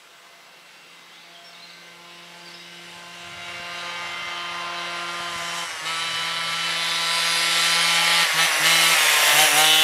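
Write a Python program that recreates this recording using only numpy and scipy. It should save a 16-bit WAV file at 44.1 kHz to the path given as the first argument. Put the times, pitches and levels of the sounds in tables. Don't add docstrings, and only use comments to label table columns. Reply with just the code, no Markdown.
import sys
import numpy as np
from scipy import signal
from scipy.io import wavfile
from scipy.ndimage import uniform_filter1d

SR = 44100
rng = np.random.default_rng(int(sys.argv[2]) if len(sys.argv) > 2 else 0)


def persist_wave(psi):
    counts = np.round(np.clip(psi, -1, 1) * 32767).astype(np.int16)
    wavfile.write(sys.argv[1], SR, np.atleast_2d(counts).T)


def how_loud(loudness_db):
    steps = np.asarray(loudness_db, float) / 20
    return 10 ** steps


N = 433503

BEHIND_BEND = [-9, -3, -8, -5, -9, -6, -4, -14, -17, -1, -7, -16, -5, 0, -6, -10, -14, -13, -12, -4, -10,
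               -17, -17, -16, -17, -13, -16, -17]
LOW_GEAR = [-11, -5, -7, 0, -1, -3, -7, -12, -12, -2, -9, -12, -9, -6, -9, -3, -13, -15, -14, -16, -7, -16,
            -16, -16, -19, -17, -22, -22]
SHIFTED = [-16, -16, -14, -6, -4, 0, -10, -14, -8, -8, -2, -7, -12, -7, -14, -1, -4, -10, -11, -11, -8, -3,
           -10, -14, -10, -15, -13, -22]
HIGH_GEAR = [-13, -12, -12, -5, -7, -2, -8, -16, -7, -3, -2, -7, -8, -7, -12, -2, -8, -7, 0, -6, 0, -3, -5,
             -16, -8, -10, -2, -14]
HEAD_ON = [-17, -14, -8, -9, -7, -4, -13, -10, -3, -6, 0, -5, -11, -5, -8, -2, -4, -12, -12, -6, -11, -4,
           -9, -8, -15, -18, -10, -19]
ABREAST = [-21, -15, -10, -19, -17, -17, -13, -18, -15, -15, -10, -17, -19, -16, -8, -7, 0, -10, -7, -6, -8,
           -8, -14, -16, -21, -18, -22, -23]
COASTING = [-18, -13, -8, -4, -8, -9, -9, -12, -3, 0, -5, -3, -6, -12, -12, -10, -6, -10, -9, -8, -2, -9,
            -13, -14, -16, -14, -18, -17]
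SHUT = [-17, -17, -11, -9, -5, -9, -5, -16, 0, -6, -2, -5, -12, -12, -17, -3, -15, -8, -12, -10, -10, -11,
        -13, -17, -17, -12, -17, -14]
BLIP = [-15, -10, 0, -10, -8, -10, -9, -5, -8, -6, -5, -3, -7, -13, -14, -3, -2, -3, -18, -12, -9, -13, -6,
        -14, -18, -18, -17, -18]
# from t/s, to t/s, order
# pattern, intake roar level/dB
STAGES = [
    (0, 3, BEHIND_BEND, 0),
    (4.5, 5.7, LOW_GEAR, 0),
    (5.8, 6.5, SHIFTED, 0),
    (6.9, 7.5, HIGH_GEAR, 1),
    (7.9, 8.94, HEAD_ON, 0),
    (8.98, 9.33, COASTING, 4),
    (9.36, 9.6, BLIP, 2),
    (9.69, 9.83, ABREAST, 6),
]
# f/Hz, level/dB (per Hz)
RASP_FAR = [(100, -23), (250, -7), (500, 6.5), (1000, 0), (2100, 12), (2500, 9.5), (3200, 10.5), (5500, 5),
            (8500, -0.5), (15500, -21)]
RASP_MID = [(100, -6), (400, -2), (560, 12), (1000, 14.5), (2000, 15.5), (2500, 10.5), (3100, 13),
            (5300, 1), (10300, -12.5), (15500, -32)]
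RASP_NEAR = [(100, -27), (400, -7.5), (560, 4.5), (1300, 5.5), (2000, 14.5), (2400, 9.5), (3100, 11),
             (5300, 9.5), (10300, 5.5), (15500, -16)]
RASP_ABREAST = [(100, -44), (400, -12), (600, 0), (1300, -2), (2000, 4), (3000, 2.5), (4500, -4),
                (9000, -7.5), (13500, -11), (15500, -21)]
RASP_AT = [2.4, 4.2, 7.4, 9.3]
# f/Hz, width/Hz, level/dB
FINS = [(5780, 940, 3), (7390, 90, 6), (8070, 490, 2.5), (10300, 1750, 3.5), (11400, 350, 4),
        (12800, 700, 1)]
# t/s, f/Hz
CRUISE = [(0, 170.7), (.76, 170.7), (2.15, 172.7), (2.58, 172.5), (3.6, 173.9), (5.32, 172.8),
          (5.35, 170.4), (5.65, 170.8), (5.84, 164.8), (6.48, 166.6), (7.11, 167.5), (8.22, 168.9),
          (8.42, 165.8), (8.94, 164.7), (9.35, 156.6), (9.47, 154.8), (9.7, 156.5), (9.83, 157.2)]
# shut t/s, open t/s, revs lost f/Hz, depth/0-1
CUTS = [
    (5.652, 5.842, 8.4, 0.88),
    (8.249, 8.36, 9.3, 0.88),
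    (8.468, 8.621, 11.6, .85),
    (8.944, 9.356, 9.5, 0.63),
    (9.461, 9.55, 9.2, 0.67),
]
SHUT_DB = dict(first=-25, second=-11, stack=-7.5, rasp=-3.5, hiss=-4, intake=-6.5)
# t/s, exhaust level/dB, bass carried round the bushes level/dB, treble through air and leaves level/dB
APPROACH = [(0, -55, -23, -8.5), (.87, -52, -17.5, -10), (1.75, -50, -10, -9), (2.8, -45.5, -9, -7),
            (3.5, -40.5, -14, -9), (3.9, -37, -16, -10), (4.3, -35.5, -20.5, -11), (4.6, -35, -17, -12),
            (5.05, -34, -17.5, -11), (5.6, -33.5, -16, -3.5), (5.95, -32, -19, -5.5),
            (6.45, -30.5, -16.5, -9.5), (7.35, -25.5, -22, -4.5), (8.2, -22, -19.5, -6.5),
            (8.9, -21, -20, -2.5), (9.3, -18.5, -23, -1.5), (9.62, -22, -20, 0), (9.83, -24.5, -22, -1.5)]
# t/s, level/dB
SONG = [(.5, -1.5), (1.6, 1), (3.1, -0.5), (3.5, 4), (5.5, 2), (5.95, 4.5), (6.45, 1.8), (9.5, 1.5),
        (9.75, 7.5)]
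# t/s, level/dB
SECOND = [(.9, -19.5), (2.3, -10.5), (4.2, -18.5), (4.6, -14.5), (5.5, -18), (6.2, -24.5), (7.3, -24.5),
          (9.4, -24), (9.7, -17.5)]
# t/s, length/s, start f/Hz, end f/Hz, level/dB
NOTES = [(1.095, .085, 2980, 3660, -53.5), (1.165, .065, 3550, 4300, -56), (1.223, .02, 4700, 4250, -52),
         (1.28, .02, 4600, 4600, -63.5), (1.345, 0.026, 3420, 3030, -44.5), (1.39, .025, 3190, 3200, -52),
         (1.434, .07, 5480, 5400, -50.5), (1.53, 0.01, 4500, 4200, -50), (1.542, .02, 3950, 3480, -46),
         (1.599, .012, 3900, 3950, -44), (1.617, .04, 4080, 4220, -45), (1.693, .012, 4800, 4200, -46),
         (1.7, 0.018, 4180, 3400, -48), (1.733, 0.016, 4120, 4100, -48), (2.41, .015, 4800, 4900, -51),
         (2.455, .015, 4980, 4550, -46), (2.472, 0.024, 4720, 4400, -45), (2.535, 0.023, 5250, 5000, -46.5),
         (2.595, .02, 5000, 4840, -48)]
# t/s, half length/s, level/dB
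GUSTS = [
    (2.0, .3, -75),
    (2.85, .35, -69),
    (3.493, 0.31, -55.5),
    (4.2, 0.36, -61),
    (5.2, 0.55, -58.5),
    (6.35, 0.55, -58.5),
    (7.502, 0.34, -64),
    (8.2, 0.24, -63),
    (8.9, .35, -66),
]
# t/s, peak level/dB, f/Hz
BUMPS = [
    (3.429, -42, 125),
    (3.559, -54, 125),
    (3.595, -30, 126),
    (4.219, -37, 125),
    (4.269, -38, 125),
    (5.201, -34, 126),
    (5.357, -29, 125),
    (6.329, -47, 125),
]
# f/Hz, level/dB
INSECT = [(7800, -74.5)]
# f/Hz, level/dB (per Hz)
AIR = [(18, -59), (30, -31), (108, -31), (168, 5), (219, 2), (1200, 10), (2360, 4), (2830, 5.5), (8060, -7),
       (15500, -12.5)]
AIR_DB = -51.5

SAG_S, PICKUP_S = .028, .035
LEAD_S, CLOSE_S, LAG_S, SNAP_S, BOOM_EARLY_S = 0.0011, 0.032, 0.0092, 0.022, 0.045
BITE_DB, BITE_S = 1.5, 0.035
BARK_DB = 1.5
CALM_DB = -92


def moped():
    t = np.arange(N) / SR
    s, *columns = np.transpose(APPROACH)
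    level, bass, treble = (np.interp(t, s, db) for db in columns)
    closed, slack = shut(t), shut(t, BOOM_EARLY_S)
    moving = 4 * np.clip(closed * (1 - closed), 0, 1)
    turns = np.cumsum(revs(t)) / SR

    sway, beat = wander(8.5, count=2)
    first_db = level + bass + SHUT_DB["first"] * slack + (0.8 + 3.0 * slack) * sway
    second_db = level + along(t, SECOND) + SHUT_DB["second"] * slack + (2.5 + 2.1 * slack) * beat
    boom = how_loud(first_db) * np.cos(2 * np.pi * turns)
    boom = boom + how_loud(second_db) * np.cos(4 * np.pi * turns + 1)

    stack = how_loud(level + along(t, SONG) + SHUT_DB["stack"] * closed + bite(t)) * orders(turns)

    puff = np.cos(2 * np.pi * turns)
    gust, rattle = wander(14, count=2)
    rasp = noise(lambda hz, t: colour(hz, t, False), patchy_db=0.5, streaky_db=1.16)
    rasp = rasp * how_loud(level + SHUT_DB["rasp"] * closed + BARK_DB * moving)
    rasp = rasp * (1 + 0.13 * puff) * how_loud(0.5 * gust)
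    hiss = noise(lambda hz, t: colour(hz, t, True), patchy_db=1.04, streaky_db=3.04)
    hiss = hiss * how_loud(level + treble + SHUT_DB["hiss"] * closed + 0.43 * bite(t))
    hiss = hiss * (1 + 0.12 * puff) * how_loud(0.15 * rattle + 0.54 * gust)
    return np.sqrt(2) * boom + stack + rasp + hiss


def orders(turns, flicker_db=2.5, spread=.9):
    hop = 32
    t, ks = np.arange(0, N + hop, hop) / SR, np.arange(3, 31)
    db = np.array([staged(t, row) for row in np.transpose([stage[2] for stage in STAGES])])
    closed = np.clip(3 * shut(t) - 1.8, 0, 1)
    db = db * (1 - closed) + np.array(SHUT)[:, None] * closed
    fading_db = np.interp(t, [3, 5.5], [4.5, 1.8])
    db = db + fading_db * wander(5, count=28, size=len(t))
    db = db + flicker_db * wander(35, count=28, size=len(t))
    gain = how_loud(db) / np.linalg.norm(how_loud(db), axis=0) * np.sqrt(2)

    unsteady = np.interp(t, [8.2, 8.4], [.028, .038])
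    slip = unsteady * ks[:, None] * wander(35, count=28, size=len(t))
    scatter = 1 - np.outer(ks > 10, np.interp(t, [9.5, 9.6], [.4, .7]))
    scatter = scatter - np.outer(ks <= 10, np.interp(t, [8.9, 9.0], [.55, 0]))
    lag = np.pi + slip + scatter * spread * np.pi * rng.uniform(-1.0, 1, (28, 1))

    burns = how_loud(1.1 * rng.standard_normal(2000))[turns.astype(int)]
    burns = uniform_filter1d(burns, size=60)
    return summed(turns, gain * np.exp(1j * lag), hop) * evened(burns)


def summed(turns, gains, hop):
    pointer = np.exp(2j * np.pi * (turns % 1)).astype(np.complex64)
    power, out = pointer ** 2, np.zeros(N)
    for gain in gains.astype(np.complex64):
        power = power * pointer
        out += (np.repeat(gain, hop)[:N] * power).real
    return out


def colour(hz, t, treble):
    colours = [read(c, hz) for c in (RASP_FAR, RASP_MID, RASP_NEAR, RASP_ABREAST)]
    db = np.array([np.interp(t, RASP_AT, row) for row in np.transpose(colours)])
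    for f, width, peak_db in FINS:
        db = db + peak_db * np.exp(-(2 * (hz[:, None] - f) / width) ** 2)
    intake = np.exp(-((hz[:, None] - 3600) / 1200) ** 2)
    db = db + intake * (staged(t, [stage[3] for stage in STAGES]) + SHUT_DB["intake"] * shut(t))
    high = np.clip((hz[:, None] - 4400) / 1400, 0, 1)
    return how_loud(db) * np.sqrt(high if treble else 1 - high)


def revs(t):
    rate = along(t, CRUISE)
    for a, b, lost_hz, _ in CUTS:
        sag = 1 - np.exp(-np.clip(t - a, 0, b - a) / SAG_S)
        rate = rate - lost_hz * sag * np.exp(-np.maximum(t - b, 0) / PICKUP_S)
    return rate


def shut(t, early_s=0):
    out = 0
    for a, b, _, depth in CUTS:
        closing = np.clip((t - a + LEAD_S) / CLOSE_S + .5, 0, 1)
        opening = np.clip((b + LAG_S - early_s - t) / SNAP_S + 1, 0, 1)
        out = out + depth * closing * opening
    return out


def bite(t):
    return sum(BITE_DB * np.exp(-((t - b - LAG_S - SNAP_S) / BITE_S) ** 2) for _, b, _, _ in CUTS)


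def staged(t, values):
    return np.interp(t, np.ravel([row[:2] for row in STAGES]), np.repeat(values, 2))


def bird():
    out = np.zeros(N)
    for s, length, from_hz, to_hz, db in NOTES:
        n = round(length * SR)
        waver = 27.0 * uniform_filter1d(rng.standard_normal(4000), size=40)[:n] * 6
        glide = np.linspace(from_hz, to_hz, n) + waver
        tone = np.sin(2 * np.pi * np.cumsum(glide) / SR)
        out[round(s * SR):][:n] += how_loud(db) * np.sqrt(2) * tone * signal.windows.tukey(n, .5)
    tail_t = np.arange(SR // 3) / SR
    tail = rng.standard_normal(SR // 3) * how_loud(-60 * tail_t / .6)
    return out + how_loud(-1.5) * signal.oaconvolve(out, tail / np.linalg.norm(tail))[:N]


def wind():
    t = np.arange(N) / SR
    band = signal.butter(3, [75, 140], "band", fs=SR, output="sos")
    rumble = signal.sosfilt(band, rng.standard_normal(N))
    rumble = evened(rumble * how_loud(2.6 * wander(7.8, count=1)[0]))
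    swell = how_loud(CALM_DB) + sum(how_loud(db) * np.exp(-((t - s) / half) ** 2) for s, half, db in GUSTS)
    deep_band = signal.butter(2, [30, 75], "band", fs=SR, output="sos")
    deep = signal.sosfilt(deep_band, rng.standard_normal(N))
    out = how_loud(-88) * evened(deep) + rumble * swell
    for s, db, hz in BUMPS:
        u = np.arange(-1000, 1000) / SR * hz
        bump = np.sin(2 * np.pi * u) * np.exp(-(u / 0.32) ** 2)
        out[round((s + .004) * SR) - 1000:][:2000] += how_loud(db - 3) * bump
    return out


def insect():
    (hz, db), = INSECT
    flutter, drift = wander(30, count=2)
    return how_loud(db + 4.5 + 3.0 * flutter) * np.sin(2 * np.pi * np.cumsum(hz + 8.0 * drift) / SR)


def air():
    return how_loud(AIR_DB) * noise(lambda hz, t: how_loud(read(AIR, hz))[:, None], patchy_db=1.3, streaky_db=0.5)


def noise(field, patchy_db, streaky_db):
    frames = N // 256 + 5
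    hz, t = np.fft.rfftfreq(1024, 1 / SR), np.arange(frames) * 256 / SR
    a, b, patches, streaks = rng.standard_normal((frames, 513, 4), dtype=np.float32).T
    patches = evened(uniform_filter1d(uniform_filter1d(patches, size=8, axis=0), size=16, axis=1))
    streaks = evened(uniform_filter1d(uniform_filter1d(streaks, size=2, axis=0), size=40, axis=1))
    gain = field(hz, t)
    gain = gain / np.linalg.norm(gain, axis=0)
    z = (a + 1j * b) * gain * how_loud(patchy_db * patches + streaky_db * streaks)
    return evened(signal.istft(z, nperseg=1024, noverlap=768)[1][:N])


def wander(rate, count, size=N):
    knots = rng.standard_normal((count, 400))
    at = np.linspace(0, rate * N / SR, size)
    return np.array([np.interp(at, np.arange(len(k)), k) for k in knots])


def along(t, points):
    return np.interp(t, *np.transpose(points))


def read(points, hz):
    f, value = np.transpose(points)
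    return np.interp(np.log(hz + 1), np.log(f + 1), value)


def evened(x):
    return x / np.sqrt(np.mean(x ** 2) + 1e-20)


def scene():
    return np.tile(moped() + bird() + wind() + insect() + air(), (2, 1))


def low_pass(x):
    return signal.sosfilt(signal.butter(12, 15830, fs=SR, output="sos"), x)


def record(dry):
    rounded = np.tanh(dry[0])
    thin = signal.sosfilt(signal.butter(2, 50, "high", fs=SR, output="sos"), rounded)
    edge = signal.firwin(511, 15700, window=("kaiser", 9), fs=SR)
    mix = np.tile(signal.oaconvolve(thin, edge, "same"), (2, 1))
    return low_pass(mix)


dry = scene()
out = record(dry)
persist_wave(out)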